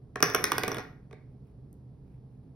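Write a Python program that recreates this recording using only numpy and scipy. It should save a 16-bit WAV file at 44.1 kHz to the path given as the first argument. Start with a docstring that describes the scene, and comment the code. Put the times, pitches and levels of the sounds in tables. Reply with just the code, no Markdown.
"""Knife rocking on a wooden table

In a small, bare room, heard by a stereo microphone pair, a hard-handled knife is set down and rocks
ever faster until it lies still. Each contact thumps the tabletop, clacks the handle and rings the
blade; in between, the round handle rolls. Faint taps and fingers on dough follow over the room's hum."""
import sys
import numpy as np
from scipy import signal
from scipy.fft import rfft, irfft, next_fast_len
from scipy.io import wavfile
from scipy.ndimage import map_coordinates

SR = 44100
rng = np.random.default_rng(int(sys.argv[2]) if len(sys.argv) > 2 else 0)


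def transcribe(u):
    """Save the signal u as a 16-bit wav file named by the first command-line argument.

    u: samples, shape (n,) or (channels, n), limited to [-1, 1]; the rate is SR.
    q: integer samples, one column per channel.
    """
    v = np.clip(np.atleast_2d(u).T, -1, 1)
    q = np.round(v * 32767).astype(np.int16)
    wavfile.write(sys.argv[1], SR, q)


N = 112454
HIT_SAMPLES = 32768


def amp(db):
    """Decibels to gain."""
    return 10 ** (np.asarray(db) / 20)


def unit(x):
    """Scale to rms 1."""
    return x / np.sqrt(np.mean(x ** 2) + 1e-20)


def along(points, hz):
    """Read a curve of (freq_hz, value) points on a log frequency axis."""
    freqs, values = np.transpose(points)
    return np.interp(np.log(hz + 1), np.log(np.abs(freqs) + 1), values)


def filtered(x, response):
    """Filter x by a gain given as a function of frequency."""
    n = x.shape[-1]
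    padded = next_fast_len(n + 8192)
    return irfft(rfft(x, padded) * response(np.fft.rfftfreq(padded, 1 / SR)), padded)[..., :n]


def add(track, start_s, sound):
    """Mix a sound into the track."""
    part = track[..., round(start_s * SR):][..., :sound.shape[-1]]
    part += sound[..., :part.shape[-1]]


# How alike the room sounds at the two microphones: freq_hz, correlation
ROOM_COHERENCE = [(100, 1), (300, 0.92), (450, .9), (700, 0.2), (1200, 1), (2400, 0.38), (3600, 0.34),
                  (4400, .5), (5600, 1), (10000, .96)]
def stereo_noise(spectrum, samples):
    """Coloured noise, as alike left and right as the room makes it."""
    def mid_side_gains(hz):
        angle = np.arccos(np.clip(along(ROOM_COHERENCE, hz), -1, .999)) / 2
        return amp(along(spectrum, hz)) * [np.cos(angle), np.sin(angle)]
    mid, side = filtered(rng.standard_normal((2, samples)), mid_side_gains)
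    return np.array([mid + side, mid - side])


# Ventilation in the background: freq_hz, relative_db
VENT_SPECTRUM = [(15, -46), (25, -24.5), (34, -9.5), (70, -7.5), (100, -12), (132, 2), (166, -10),
                 (200, -12.5), (260, -12.5), (344, -21.5), (427, -19), (530, -28), (700, -29.5),
                 (1370, -46), (2800, -55), (4500, -54.5), (7300, -63.5), (10500, -60), (13000, -67.5),
                 (16000, -77)]
# Hum lines of the room: pitch_hz, level_db
HUM_LINES = [(75, -64.5), (124, -57), (199, -66)]
def room_tone():
    """Low ventilation rumble with a few hum lines that waver in level and phase."""
    t = np.arange(N) / SR
    out = amp(-51) * unit(stereo_noise(VENT_SPECTRUM, N))
    for hz, db in HUM_LINES:
        waver_db, drift_rad = (map_coordinates(rng.standard_normal(64), [t * 6]) for _ in range(2))
        out += amp(db - waver_db) * np.sqrt(2) * np.sin(2 * np.pi * hz * t + drift_rad)
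    return out


# Decay of the small, bare room: freq_hz, t60_s
ROOM_DECAY = [(120, 0.9), (450, .45), (1400, 0.46), (3600, 0.35), (6000, 0.37), (10000, .34), (16000, 0.48)]
# Colour of its tail at the microphones: freq_hz, relative_db
TAIL_SPECTRUM = [(120, 0), (420, -8), (750, -1.5), (1200, -6.5), (2200, 2), (3100, -5.5), (4400, -3),
                 (5100, -5), (5800, -9.5), (6600, -6), (7300, -13), (9200, -12.5), (12000, -12),
                 (13600, -10), (15200, -10), (16200, -16)]
def in_room(sound, build_s=.007, wall_delay_s=.012, wall_db=-13.5):
    """The direct sound, a reflection off one near wall and a diffuse tail."""
    _, _, bands = signal.stft(stereo_noise(TAIL_SPECTRUM, HIT_SAMPLES), SR, nperseg=256)
    hz = np.linspace(0, SR / 2, bands.shape[1])
    t = np.linspace(0, HIT_SAMPLES / SR, bands.shape[2])
    t60 = along(ROOM_DECAY, hz)[:, None]
    equal_energy = np.sqrt(2 * np.log(1000) / (t60 * SR))
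    fade = amp(-60 * t / t60) * equal_energy * (1 - np.exp(-t / build_s))
    tail = signal.istft(bands * fade, SR, nperseg=256)[1]
    wet = signal.fftconvolve(sound, tail, axes=1)[:, :HIT_SAMPLES]
    add(wet, wall_delay_s, amp(wall_db) * sound)
    return sound + wet


def ring(modes, spread_rad, scatter_db=1.5, attack_s=.0002):
    """Struck modes, a little different at each blow; each reaches the two microphones out of step."""
    t = np.arange(HIT_SAMPLES) / SR
    hz, db, t60 = np.transpose(modes)[:, :, None]
    polarity = (-1) ** np.arange(len(hz))[:, None]
    strength = polarity * amp(db + scatter_db * rng.standard_normal(hz.shape))
    fade = strength * amp(-60 * t / t60) * (1 - np.exp(-t / attack_s))
    skew = spread_rad * rng.standard_normal(hz.shape)
    return np.array([np.sum(fade * np.sin(2 * np.pi * hz * t + side * skew), 0) for side in (1, -1)])


def burst(spectrum, t60_s, rise_s=.0003):
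    """A quickly rising and dying puff of coloured noise, its energy set by its decay."""
    t = np.arange(HIT_SAMPLES) / SR
    fade = amp(-60 * t / t60_s)
    puff = stereo_noise(spectrum, HIT_SAMPLES) * fade * (1 - np.exp(-t / rise_s))
    return unit(puff) * np.sqrt(np.mean(fade ** 2))


# Hands brushing dough, barely reaching the microphones: middle_s, length_s, level_db
RUB_STROKES = [(1.32, 0.052, -86), (1.48, 0.1, -82.5), (2.116, 0.15, -83), (2.34, .1, -87.5),
               (2.456, 0.062, -84.5)]
# Colour of the rustle: freq_hz, relative_db
RUB_SPECTRUM = [(500, -11), (1200, -4), (2500, 4), (3600, -13.5), (7000, -11.5), (10500, -9), (15500, -13)]
def dough_rubs(grain_db=2.5, grains_per_s=150):
    """Hands rub the dough in soft swells of grainy noise."""
    t = np.arange(N) / SR
    strokes = sum(amp(db) * np.exp(-(2 * (t - middle_s) / length_s) ** 2)
                  for middle_s, length_s, db in RUB_STROKES)
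    grain = amp(grain_db * map_coordinates(rng.standard_normal(2048), [t * grains_per_s]))
    return strokes * unit(grain * stereo_noise(RUB_SPECTRUM, N))


# Fingers on the dough: start_s, level_db
STICKY_CLICKS = [(1.710, -79.5), (1.7290, -52), (1.733, -68.5)]
# Colour of a click: freq_hz, relative_db
CLICK_SPECTRUM = [(500, -22.5), (4000, -21), (6000, -8), (9000, 0), (12000, -1), (16000, -15)]
def finger_clicks():
    """Fingers stick to the dough with tiny bright clicks."""
    out = np.zeros((2, N))
    for start_s, db in STICKY_CLICKS:
        add(out, start_s, in_room(amp(db) * burst(CLICK_SPECTRUM, t60_s=.0046)))
    return out


# Resonances of the wooden tabletop: pitch_hz
TABLETOP_HZ = [126, 160, 283, 351, 412, 470, 623, 739, 885]
# How each one rings: pitch_hz, relative_db, t60_s
TABLETOP_MODES = list(zip(TABLETOP_HZ, [-19, -18, -13, -11, -2, -7, -16, -16, -15],
                  [.12, .1, .11, .06, .05, .07, .09, .11, .05]))
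def tabletop_thump():
    """A blow sets the low modes of the tabletop ringing."""
    return ring(TABLETOP_MODES, spread_rad=.15)


# Resonances of the hard handle: pitch_hz
HANDLE_HZ = [1099, 1200, 1365, 1436, 1532, 1612, 1830, 1920, 2195, 2471]
# How each one rings: pitch_hz, relative_db, t60_s
HANDLE_MODES = list(zip(HANDLE_HZ, [-9, -9, -6, -9, -11, -10, -9, -13, -14, -13],
                [.04, .04, .015, .035, .03, .035, .018, .035, .03, .03]))
def handle_clack():
    """The handle rings briefly as it meets the wood."""
    return ring(HANDLE_MODES, spread_rad=.5)


# Rumble of the handle on the table: freq_hz, relative_db
RUMBLE_SPECTRUM = [(40, -24.5), (90, -1), (160, -2), (210, -5.5), (300, 0.5), (460, -3.5), (600, -6),
                   (900, -12.5), (2500, -36), (8000, -69)]
def rolling(start_s=.235, stop_s=.82, fade_s=.015, jolts_per_s=190, scatter_db=4, growth_db_per_s=4):
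    """The round handle rumbles on the wood; tiny random jolts keep tabletop and handle murmuring."""
    t = np.arange(N) / SR
    moving = np.clip(np.minimum(t - start_s, stop_s - t) / fade_s, 0, 1)
    jolts = (rng.random(N) < jolts_per_s / SR) * amp(scatter_db * rng.standard_normal(N))
    jolt_sound = amp(-50.5) * tabletop_thump() + amp(-44) * handle_clack()
    rumble_db = -44 + growth_db_per_s * (t - start_s)
    rumble = moving * amp(rumble_db) * unit(stereo_noise(RUMBLE_SPECTRUM, N))
    murmur = signal.fftconvolve((moving * jolts)[None], in_room(jolt_sound), axes=1)[:, :N]
    return rumble + murmur


# Modes of the blade and of the hollow clink: pitch_hz, relative_db, t60_s
BLADE_MODES = [(5130, -8, 0.028), (5500, -5.5, 0.021), (5817, 0, 0.034), (12200, -6.5, 0.012)]
CLINK_MODES = [(2890, -4, 0.021), (3440, -1.5, 0.018), (3810, -11.5, .02)]
# Noise of a contact, its woody body and its sharp tick: freq_hz, relative_db
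WOOD_SPECTRUM = [(30, -39), (100, -17.5), (400, -1), (800, -5), (1300, 1), (2300, -8.5), (2900, -16),
                 (3600, -15), (4500, -16.5), (8000, -22.5), (16000, -44.5)]
TICK_SPECTRUM = [(1000, -15.5), (3000, -7), (4300, -10), (5500, 6.5), (6600, -4), (7200, -3), (9200, -1),
                 (10500, -4), (12000, 6), (13800, -3), (15300, -3.5), (16500, -21)]
# At the table, faint handling taps and the rocking knife in the foreground; each level is relative
# within its column: start_s, thump_db, clack_db, clink_db, blade_db, tick_db
HANDLING_TAPS = [(1.1105, -46, -50.5, -83, -75, -89), (1.1283, -38, -46, -60, -68, -78)]
KNIFE_CONTACTS = [(.1575, -28.5, -27.5, -69, -55.5, -48), (.2042, -30.5, -32.5, -50, -57, -44),
                  (.2258, -15, -16, -22.5, -12.5, -18.5), (.2290, -29.5, -16, -33, -20.5, -23),
                  (.2600, -33, -32, -49, -36, -43), (.2995, -41.5, -32.5, -33, -42.5, -39),
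                  (.3362, -50, -45, -60, -45.5, -47), (.3462, -22.5, -16.5, -43, -39.5, -35.5),
                  (.3481, -20.5, -21, -26, -23, -21), (.4407, -33.5, -17, -31, -20.5, -20),
                  (.5185, -25.5, -17, -24, -29, -25.5), (.5815, -27.5, -21.5, -29, -35, -24.5),
                  (.6346, -22, -23, -31, -40.5, -30.5), (.6797, -24, -24.5, -35, -34, -29),
                  (.7165, -27, -28.5, -36.5, -30, -46), (.7453, -38, -33.5, -34, -59, -40.5),
                  (.7686, -33.5, -34, -38, -49, -46.5), (.7835, -44, -29.5, -56, -44, -45.5),
                  (.7940, -33, -40, -68, -51.5, -59), (.8030, -46.5, -45.5, -51, -48, -64)]
def knocks(contacts):
    """Every contact starts with a hard tick and excites tabletop, handle and blade."""
    out = np.zeros((2, N))
    for start_s, thump_db, clack_db, clink_db, blade_db, tick_db in contacts:
        thump = amp(thump_db) * tabletop_thump()
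        clack = amp(clack_db - .5) * handle_clack()
        wood = amp(clack_db + 1) * burst(WOOD_SPECTRUM, t60_s=.014, rise_s=.0009)
        clink = amp(clink_db) * ring(CLINK_MODES, spread_rad=.5)
        blade = amp(blade_db) * ring(BLADE_MODES, spread_rad=.15)
        tick = amp(tick_db + 5) * burst(TICK_SPECTRUM, t60_s=.0078)
        add(out, start_s, in_room(thump + clack + wood + clink + blade + tick))
    return out


def scene():
    """The rocking and rolling knife, the handling and the room."""
    rocking = knocks(KNIFE_CONTACTS)
    handling = knocks(HANDLING_TAPS) + dough_rubs() + finger_clicks()
    return rocking + handling + room_tone() + rolling()


# Phase across the microphone pair: freq_hz, left_lead_rad
MIC_PHASE = [(0, 0), (1500, 0), (2400, .8), (4000, .8), (5100, .2), (6000, 1.5), (7000, 3), (8000, 3.6),
             (10000, 6), (12000, 7.8), (14000, 9.8), (16000, 12)]
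# Balance of the pair: freq_hz, left_minus_right_db
MIC_BALANCE = [(50, 0.5), (130, -2), (280, -3.5), (420, -6), (650, -2.5), (1100, -1.5), (1600, 0.5),
               (4000, -1.25), (16000, 1)]
def record(dry, top_hz=16700):
    """The two microphones differ in level and phase; the treble ends steeply at the band limit."""
    sides = np.array([[.5], [-.5]])
    def response(hz):
        balance = amp(sides * along(MIC_BALANCE, hz))
        phase = np.exp(1j * sides * along(MIC_PHASE, hz))
        return balance * phase / (1 + (hz / top_hz) ** 120)
    return filtered(dry, response)


dry = scene()
out = record(dry)
transcribe(out)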